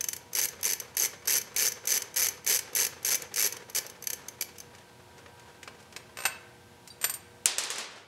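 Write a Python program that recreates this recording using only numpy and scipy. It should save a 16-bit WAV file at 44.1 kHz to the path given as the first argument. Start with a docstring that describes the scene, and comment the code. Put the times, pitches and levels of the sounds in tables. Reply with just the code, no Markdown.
"""A hand ratchet, close by, backs a bolt out of a motorcycle brake caliper in a humming garage.
On every backswing the pawl zips over the teeth and rings the ratchet head, while hands and socket
bump softly underneath. The loose bolt then clinks against socket and caliper. Last, a steel tool
drops on the concrete floor, where it bounces and wakes the room."""
import sys
import numpy as np
from scipy import signal
from scipy.fft import rfft, irfft
from scipy.io import wavfile

SR = 44100
rng = np.random.default_rng(int(sys.argv[2]) if len(sys.argv) > 2 else 0)


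def int16_out(signal):
    """Quantize to a 16-bit WAV file."""
    q = np.round(np.clip(np.atleast_2d(signal).T, -1, 1) * 32767)
    wavfile.write(sys.argv[1], SR, q.astype(np.int16))


N = 355887


def amp(db):
    """Decibels to gain."""
    return 10 ** (np.asarray(db) / 20)


def curve_at(points, hz):
    """Reads a curve on a log-frequency axis."""
    point_hz, value = np.transpose(points)
    return np.interp(np.log(hz + 1), np.log(point_hz + 1), value)


def add(mix, s, sound):
    """Lays a sound into the mix at time s."""
    part = mix[max(round(s * SR), 0):][:len(sound)]
    part += sound[:len(part)]


def tint(x, colour, tilt_db=0):
    """EQs a sound to a colour, tilted by tilt_db per octave above 400 Hz, at rms 1."""
    hz = np.fft.rfftfreq(len(x), 1 / SR)
    gain = amp(curve_at(colour, hz) + tilt_db * np.log2(np.maximum(hz, 400)))
    shaped = irfft(rfft(x) * gain, len(x))
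    return shaped / np.sqrt(np.mean(shaped ** 2) + 1e-20)


def contact(colour, t60, rise_s, tilt_db=0):
    """A noise burst: the crowd of short-lived modes that a contact sets off."""
    t = np.arange(SR // 10) / SR
    noise = tint(rng.standard_normal(len(t)), colour, tilt_db)
    return noise * amp(-60 * t / t60) * (1 - np.exp(-t / rise_s))


def ring(modes, spread_db, detune, size, tilt_db=0):
    """Damped modes; every blow lands elsewhere and shares its force out differently."""
    hz, db, t60 = np.transpose(modes)[:, :, None]
    t = np.arange(size) / SR
    force, shift, phase = rng.standard_normal((3, len(modes), 1))
    db = db + spread_db * force + tilt_db * np.log2(hz / hz.mean())
    waves = np.sin(2 * np.pi * (hz * (1 + detune * shift) * t + phase))
    attack = 1 - np.exp(-t / .00026)
    return (amp(db - 60 * t / t60) * waves).sum(0) * attack


def zip_run(start, end, rate, level_db, ease=.36, wobble=.13, uneven_db=2.5, falter=.6):
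    """Tooth times and levels of one run: the hand is slower at both ends and falters halfway."""
    place = np.linspace(-1, 1, max(round((end - start) * rate), 2))
    gaps = (1 + ease * place ** 2) * np.exp(wobble * rng.standard_normal(len(place)))
    gaps[len(gaps) // 2] *= 1 + falter
    times = start + (end - start) * np.append(0, np.cumsum(gaps)) / gaps.sum()
    levels = level_db + uneven_db * rng.uniform(-1, 1, len(times))
    return list(zip(times, levels))


# Backswings of the handle: (run start [s], run end [s], rate [teeth/s], run level [dB],
# turning tick level [dB], stopping tooth time [s], stopping tooth level [dB])
BACKSWINGS = [(.351, .454, 112, -21.5, -30, .486, -29.5), (.63, .733, 97, -22, -39, 0.8, -26),
              (.969, 1.057, 120, -21, -44, 1.066, -31.5), (1.274, 1.382, 138, -21.5, -37.5, 1.4145, -30),
              (1.563, 1.683, 130, -20.5, -41, 1.72, -27.5), (1.873, 1.975, 142, -21.5, -35, 2.02, -25),
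              (2.161, 2.267, 146, -21, -36, 2.286, -21), (2.465, 2.569, 148, -19.5, -38, 2.59, -21),
              (2.751, 2.849, 125, -20.5, -41, 2.866, -21), (3.048, 3.153, 122, -21.5, -38, 3.22, -29.5),
              (3.36, 3.471, 118, -20.7, -27, 3.524, -27), (3.749, 3.784, 140, -21, -50, 3.865, -34.5)]
# Slow nudges of the handle: (start [s], teeth [count], tooth gap [s], level [dB])
HANDLE_NUDGES = [(.008, 1, 0, -23.5), (.041, 3, 0.045, -22.5), (.164, 1, 0, -30), (3.567, 1, 0, -35),
                 (3.698, 1, 0, -36.5), (3.898, 1, 0, -34.5), (4.024, 2, 0.016, -35), (4.071, 3, .0303, -23),
                 (4.284, 1, 0, -30.5), (4.41, 2, 0.012, -21.5), (4.583, 2, 0.019, -36)]


def pawl_drops(lead_s=.019):
    """Times and levels of the clicks: a backswing ticks, zips and stops; a nudge steps evenly."""
    drops = []
    for start, end, rate, run_db, turn_db, stop, stop_db in BACKSWINGS:
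        drops += [(start - lead_s, turn_db), *zip_run(start, end, rate, run_db), (stop, stop_db)]
    for start, count, gap, db in HANDLE_NUDGES:
        drops += [(start + k * gap, db) for k in range(round(count))]
    return drops


# Bright snap of the pawl: (frequency [Hz], level [dB])
SNAP_COLOUR = [(100, -21), (250, -15.5), (450, -8), (680, -19), (850, -5), (1100, -11), (2000, 1.5),
               (3700, -4.5), (5500, 5), (8000, 2.5), (10000, -2), (11500, 5), (12800, -13), (15500, -6)]
# Tight ring of the ratchet head: (frequency [Hz], level [dB], t60 [s])
HEAD_MODES = [(405, -31, 0.095), (494.5, -27, 0.057), (1726, -26, 0.072), (2308, -23, 0.055),
              (3017, -27.5, 0.098), (4600, -17, 0.034), (5420, -22, 0.02), (5910, -14.5, 0.023),
              (6150, -10, 0.037), (6216, -5, 0.035), (7540, -31, 0.042), (9300, -17.5, 0.032),
              (11650, -4, 0.016), (11300, -12.5, 0.018), (13300, -14, 0.024)]


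def ratchet(snap_db=1.27, ring_db=-.7, scrape_db=-14, scrape_s=.002, tilt_spread_db=.6):
    """The pawl scrapes up each tooth, drops with a snap and rings the head, which the hand damps."""
    out = np.zeros(N)
    for s, db in pawl_drops():
        tilt_db = -tilt_spread_db * rng.standard_normal()
        snap = amp(snap_db) * contact(SNAP_COLOUR, t60=.026, rise_s=.0013, tilt_db=tilt_db)
        head = amp(ring_db) * ring(HEAD_MODES, spread_db=4, detune=.0096, size=SR // 10)
        scrape = contact(SNAP_COLOUR, t60=.021, rise_s=.0013)
        add(out, s - scrape_s, amp(db + scrape_db) * scrape)
        add(out, s, amp(db) * (snap + head))
    return out


def socket_knocks(rock_db=-32, drive_db=-35.5, spread_db=2, drive_delay_s=.08, jitter_s=.01):
    """Times and levels: the socket rocks once in each run, then knocks as it takes up the drive."""
    knocks = []
    for start, end, *_ in BACKSWINGS:
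        late, rock, drive = rng.standard_normal(3)
        knocks.append((rng.uniform(start, end), rock_db + spread_db * rock))
        knocks.append((end + drive_delay_s + jitter_s * late, drive_db + spread_db * drive))
    return knocks


# How firmly the hands work on the caliper: (time [s], level [dB])
GRIP_LEVEL = [(0, -50.5), (2, -46), (3.7, -46.5), (4.5, -54), (6, -53.5), (6.5, -64), (8.05, -64)]
# Dull bump of hands and parts: (frequency [Hz], level [dB])
BUMP_COLOUR = [(30, -45), (120, -21), (250, -16), (370, -2.5), (500, 2), (650, -11), (850, -5.5),
               (1700, -6), (3000, -12.5), (7000, -18.5), (15000, -38)]


def handling(bumps_per_s=45, spread_db=2.5, bump_db=-1):
    """Fingers and loose parts bump softly, under the firmer knocks of the socket."""
    out = np.zeros(N)
    for place, chance in rng.random((round(bumps_per_s * N / SR), 2)):
        s = place * N / SR
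        grip_db = np.interp(s, *np.transpose(GRIP_LEVEL))
        accent_db = spread_db * min(-np.log(1 - chance), 3)
        add(out, s, amp(grip_db + bump_db + accent_db) * contact(BUMP_COLOUR, t60=.092, rise_s=.0059))
    for s, db in socket_knocks():
        add(out, s, amp(db) * contact(BUMP_COLOUR, t60=.07, rise_s=.0081))
    return out


# Bed of room air: (frequency [Hz], level [dB])
AIR_COLOUR = [(15, -79), (25, -34), (82, -0.5), (233, -3), (331, -9), (482, -11), (598, -10), (826, -6),
              (895, -6.5), (970, -13), (1380, -14), (2300, -16), (2770, -16), (11200, -25.5), (15500, -34)]
# Electric hum: (frequency [Hz], rms level [dB])
HUM_TONES = [(91, -70.5), (120, -69.5), (360.3, -67.5), (479.6, -64.5), (640.6, -73), (839.8, -85.5),
             (959, -67), (1561, -68.5), (2250, -79.5)]


def room_tone(air_db=-56, waver=.35, phase_waver_rad=.7):
    """Steady room air and an electric hum whose tones each waver on their own."""
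    t = np.arange(N) / SR
    knots = np.linspace(0, t[-1], 70)
    hum = np.zeros(N)
    for hz, db in HUM_TONES:
        swell, drift = (np.interp(t, knots, rng.standard_normal(len(knots))) for _ in range(2))
        tone = np.sqrt(2) * np.sin(2 * np.pi * hz * t + phase_waver_rad * drift)
        hum += amp(db) * (1 + waver * swell) * tone
    return amp(air_db) * tint(rng.standard_normal(N), AIR_COLOUR) + hum


# Decay of the garage: (frequency [Hz], t60 [s])
GARAGE_DECAY = [(150, .5), (500, 0.74), (2000, 0.65), (5000, 0.42), (9000, 0.3), (15000, 0.14)]


def garage_tail(build_s=.0046):
    """Dense echoes that build up quickly; the treble dies first."""
    hz, t, spectrum = signal.stft(rng.standard_normal(SR), SR, nperseg=256)
    decay = amp(-60 * t / curve_at(GARAGE_DECAY, hz)[:, None])
    tail = signal.istft(spectrum * decay, SR, nperseg=256)[1][:SR]
    return tail * (1 - np.exp(-np.arange(SR) / SR / build_s))


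# EQ of the garage's reverb: (frequency [Hz], level [dB])
REVERB_COLOUR = [(150, 3), (500, 2.5), (2000, 0.5), (5000, 1), (9000, -1.5), (15000, 9)]


def garage_reverb(send):
    """What the walls give back of a sound."""
    tail = tint(garage_tail(), REVERB_COLOUR)
    return signal.fftconvolve(send, tail / np.linalg.norm(tail))[:N]


def spin_ticks(start_s=4.3, end_s=6.15, per_s=5, level_db=-49, spread_db=2, tilt_db=2, damped_db=-17):
    """Faint random contacts as the fingers spin the loose bolt and damp its ring."""
    ticks = []
    for _ in range(round(per_s * (end_s - start_s))):
        db = level_db + spread_db * rng.standard_normal()
        ticks.append((rng.uniform(start_s, end_s), db, tilt_db, db + damped_db, db + damped_db))
    return ticks


# Bolt, socket and caliper touching: (time [s], knock level [dB], brightness [dB/octave],
# socket ring [dB], caliper ring [dB], chatter lead-in [s])
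BOLT_CLINKS = [(5.260, -40.5, -5, -74, -49, 0.00055), (5.630, -37.5, 1, -59, -62, 0.00021),
               (5.676, -35, -2.5, -59, -41, 0.0005), (5.963, -31.5, 1, -48, -45, 0),
               (6.253, -17, -1, -22.5, -17, .082), (6.260, -24.5, -1, -22.5, -21.5, 0),
               (6.875, -39.5, 6.5, -52, -65, 0), (7.0413, -18.5, 0.6, -19, -46, 0.028),
               (7.096, -31, 9, -25, -32.5, 0.0014), (7.139, -34.5, 9, -30.5, -52, 0.001)]


def clinks(chatter_gap_s=.016, chatter_db=-19, chatter_ring_db=-17.5):
    """Cues for every clink; the parts chatter lightly as they slide up to a hard knock."""
    cues = []
    for s, db, tilt_db, socket_db, caliper_db, lead_s in BOLT_CLINKS:
        chatter = (db + chatter_db, tilt_db, socket_db + chatter_ring_db, caliper_db + chatter_ring_db)
        for early in np.linspace(lead_s, 0, round(lead_s / chatter_gap_s), endpoint=False):
            cues.append((s - early, *chatter))
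        cues.append((s, db, tilt_db, socket_db, caliper_db))
    return cues + spin_ticks()


# Knock of the bolt: (frequency [Hz], level [dB])
KNOCK_COLOUR = [(30, -40), (120, -24), (220, -25.5), (460, 3.5), (700, -2.5), (1150, -1.5), (1700, 3.5),
                (2500, 5), (3500, -1.5), (6300, 0), (9500, -9.5), (15000, -27.5)]
# Thin ring of the socket, lower ring of the caliper, ping of the bolt:
# (frequency [Hz], level [dB], t60 [s])
SOCKET_MODES = [(2195, -11, .05), (3898, -17, .13), (4673, -11, .13), (7197, -5, .125), (7983, -14, .11),
                (8448, -4, .19), (8735, -3.5, .15), (11840, -8, .135), (13295, -6, .115)]
CALIPER_MODES = [(796, -12.5, 0.086), (1042, -6.5, 0.043), (1226, -4, .035), (1520, -5, 0.08),
                 (2610, -2.5, 0.047), (3870, -17, 0.056)]
BOLT_MODES = [(3903, -6, .15), (4670, 0, 0.081), (8769, -8, .12)]


def loose_bolt(knock_db=-1, socket_ring_db=-2, caliper_ring_db=-3, choke_db=-7, choke_s=.017,
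               ping_s=6.903, ping_db=-42.5):
    """The loose bolt knocks and rings socket and caliper; once freed, it gives a single ping."""
    out = np.zeros(N)
    t = np.arange(16384) / SR
    # the fingers touch the parts for a moment after each knock, which chokes the ring
    choke = amp(choke_db * (1 - np.exp(-t / choke_s)))
    for s, db, tilt_db, socket_db, caliper_db in clinks():
        socket = ring(SOCKET_MODES, spread_db=2, detune=.0005, size=len(t), tilt_db=.43 * tilt_db)
        caliper = ring(CALIPER_MODES, spread_db=1.5, detune=.004, size=len(t))
        knock = contact(KNOCK_COLOUR, t60=.051, rise_s=.00033, tilt_db=tilt_db)
        add(out, s, amp(db + knock_db) * knock)
        add(out, s, amp(socket_db + socket_ring_db) * choke * socket)
        add(out, s, amp(caliper_db + caliper_ring_db) * choke * caliper)
    add(out, ping_s, amp(ping_db) * ring(BOLT_MODES, spread_db=1, detune=.001, size=len(t)))
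    return out


# The tool hitting the floor: (time [s], strength relative to the first blow [dB])
TOOL_BOUNCES = [(7.4574, 0), (7.466, -7), (7.583, -2.5), (7.637, -8), (7.703, -6.5), (7.758, -12.5),
                (7.783, -8), (7.905, -22), (7.955, -21.5)]
# Crack of steel on concrete, and the room's answer: (frequency [Hz], level [dB])
CRACK_COLOUR = [(60, -37), (200, -25), (400, 1.5), (700, -6), (1100, -6), (2700, 0.5), (4200, -2.5),
                (7700, 7.5), (10000, -1.5), (12500, -9), (16000, -26)]
ECHO_COLOUR = [(60, -46), (200, -13), (400, -3.5), (700, -3.5), (1100, -1), (2700, 1.5), (5000, 4),
               (8000, 0), (10000, -4), (12500, -12), (16000, -25)]
# Low tones that hang on after the drop: (frequency [Hz], level [dB], t60 [s])
LINGERING_MODES = [(382, 1.5, 1.4), (493, -5, .9), (608, -1, .6), (776, 1, .35)]


def dropped_tool(crack_db=-1.5, rattle_db=-7, echo_db=-25.5, linger_db=-42):
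    """Steel on concrete: every bounce cracks, rattles and, from a new spot, wakes the room."""
    out = np.zeros(N)
    for s, strength_db in TOOL_BOUNCES:
        db = crack_db + 2 * strength_db  # a weaker blow loses its crack faster than its echo
        tilt_db = .85 + .22 * strength_db  # and is duller
        crack = contact(CRACK_COLOUR, t60=.011, rise_s=.0001, tilt_db=tilt_db)
        rattle = contact(CRACK_COLOUR, t60=.052, rise_s=.0014, tilt_db=tilt_db)
        echo = tint(garage_tail(), ECHO_COLOUR, tilt_db)
        add(out, s, amp(db) * (crack + amp(rattle_db) * rattle))
        add(out, s, amp(echo_db + strength_db) * echo / echo[:SR // 10].std())
    lingering = ring(LINGERING_MODES, spread_db=1.5, detune=.002, size=SR)
    add(out, TOOL_BOUNCES[0][0], amp(linger_db) * lingering)
    return out


def scene(work_send_db=-11, bolt_send_db=-10):
    """Ratchet, hands and bolt are near and fairly dry; the dropped tool is farther off."""
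    work = ratchet() + handling()
    bolt = loose_bolt()
    reverb = garage_reverb(amp(work_send_db) * work + amp(bolt_send_db) * bolt)
    return (work + bolt + reverb + dropped_tool() + room_tone())[None]


def record(dry, threshold_db=-18, recover_db_per_s=4, low_cut_hz=38, ceiling=.55, high_cut_hz=15780):
    """A small microphone: low cut, gain control that ducks on the loudest hit, overload, high cut."""
    low_cut = signal.butter(2, low_cut_hz, "highpass", fs=SR, output="sos")
    sound = signal.sosfilt(low_cut, dry[0])
    power = signal.lfilter(np.ones(220) / 220, 1, sound ** 2)  # 5 ms average
    level_db = 10 * np.log10(power + 1e-12)
    recovery_db = np.arange(N) / SR * recover_db_per_s
    held_db = np.maximum.accumulate(level_db + recovery_db) - recovery_db  # instant grab, slow release
    duck_db = np.maximum(held_db - threshold_db, 0)
    clipped = np.clip(sound * amp(-duck_db), -ceiling, ceiling)
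    high_cut = signal.firwin(511, high_cut_hz, window=("kaiser", 9), fs=SR)
    return signal.oaconvolve(clipped, high_cut, "same")[None]


dry = scene()
out = record(dry)
int16_out(out)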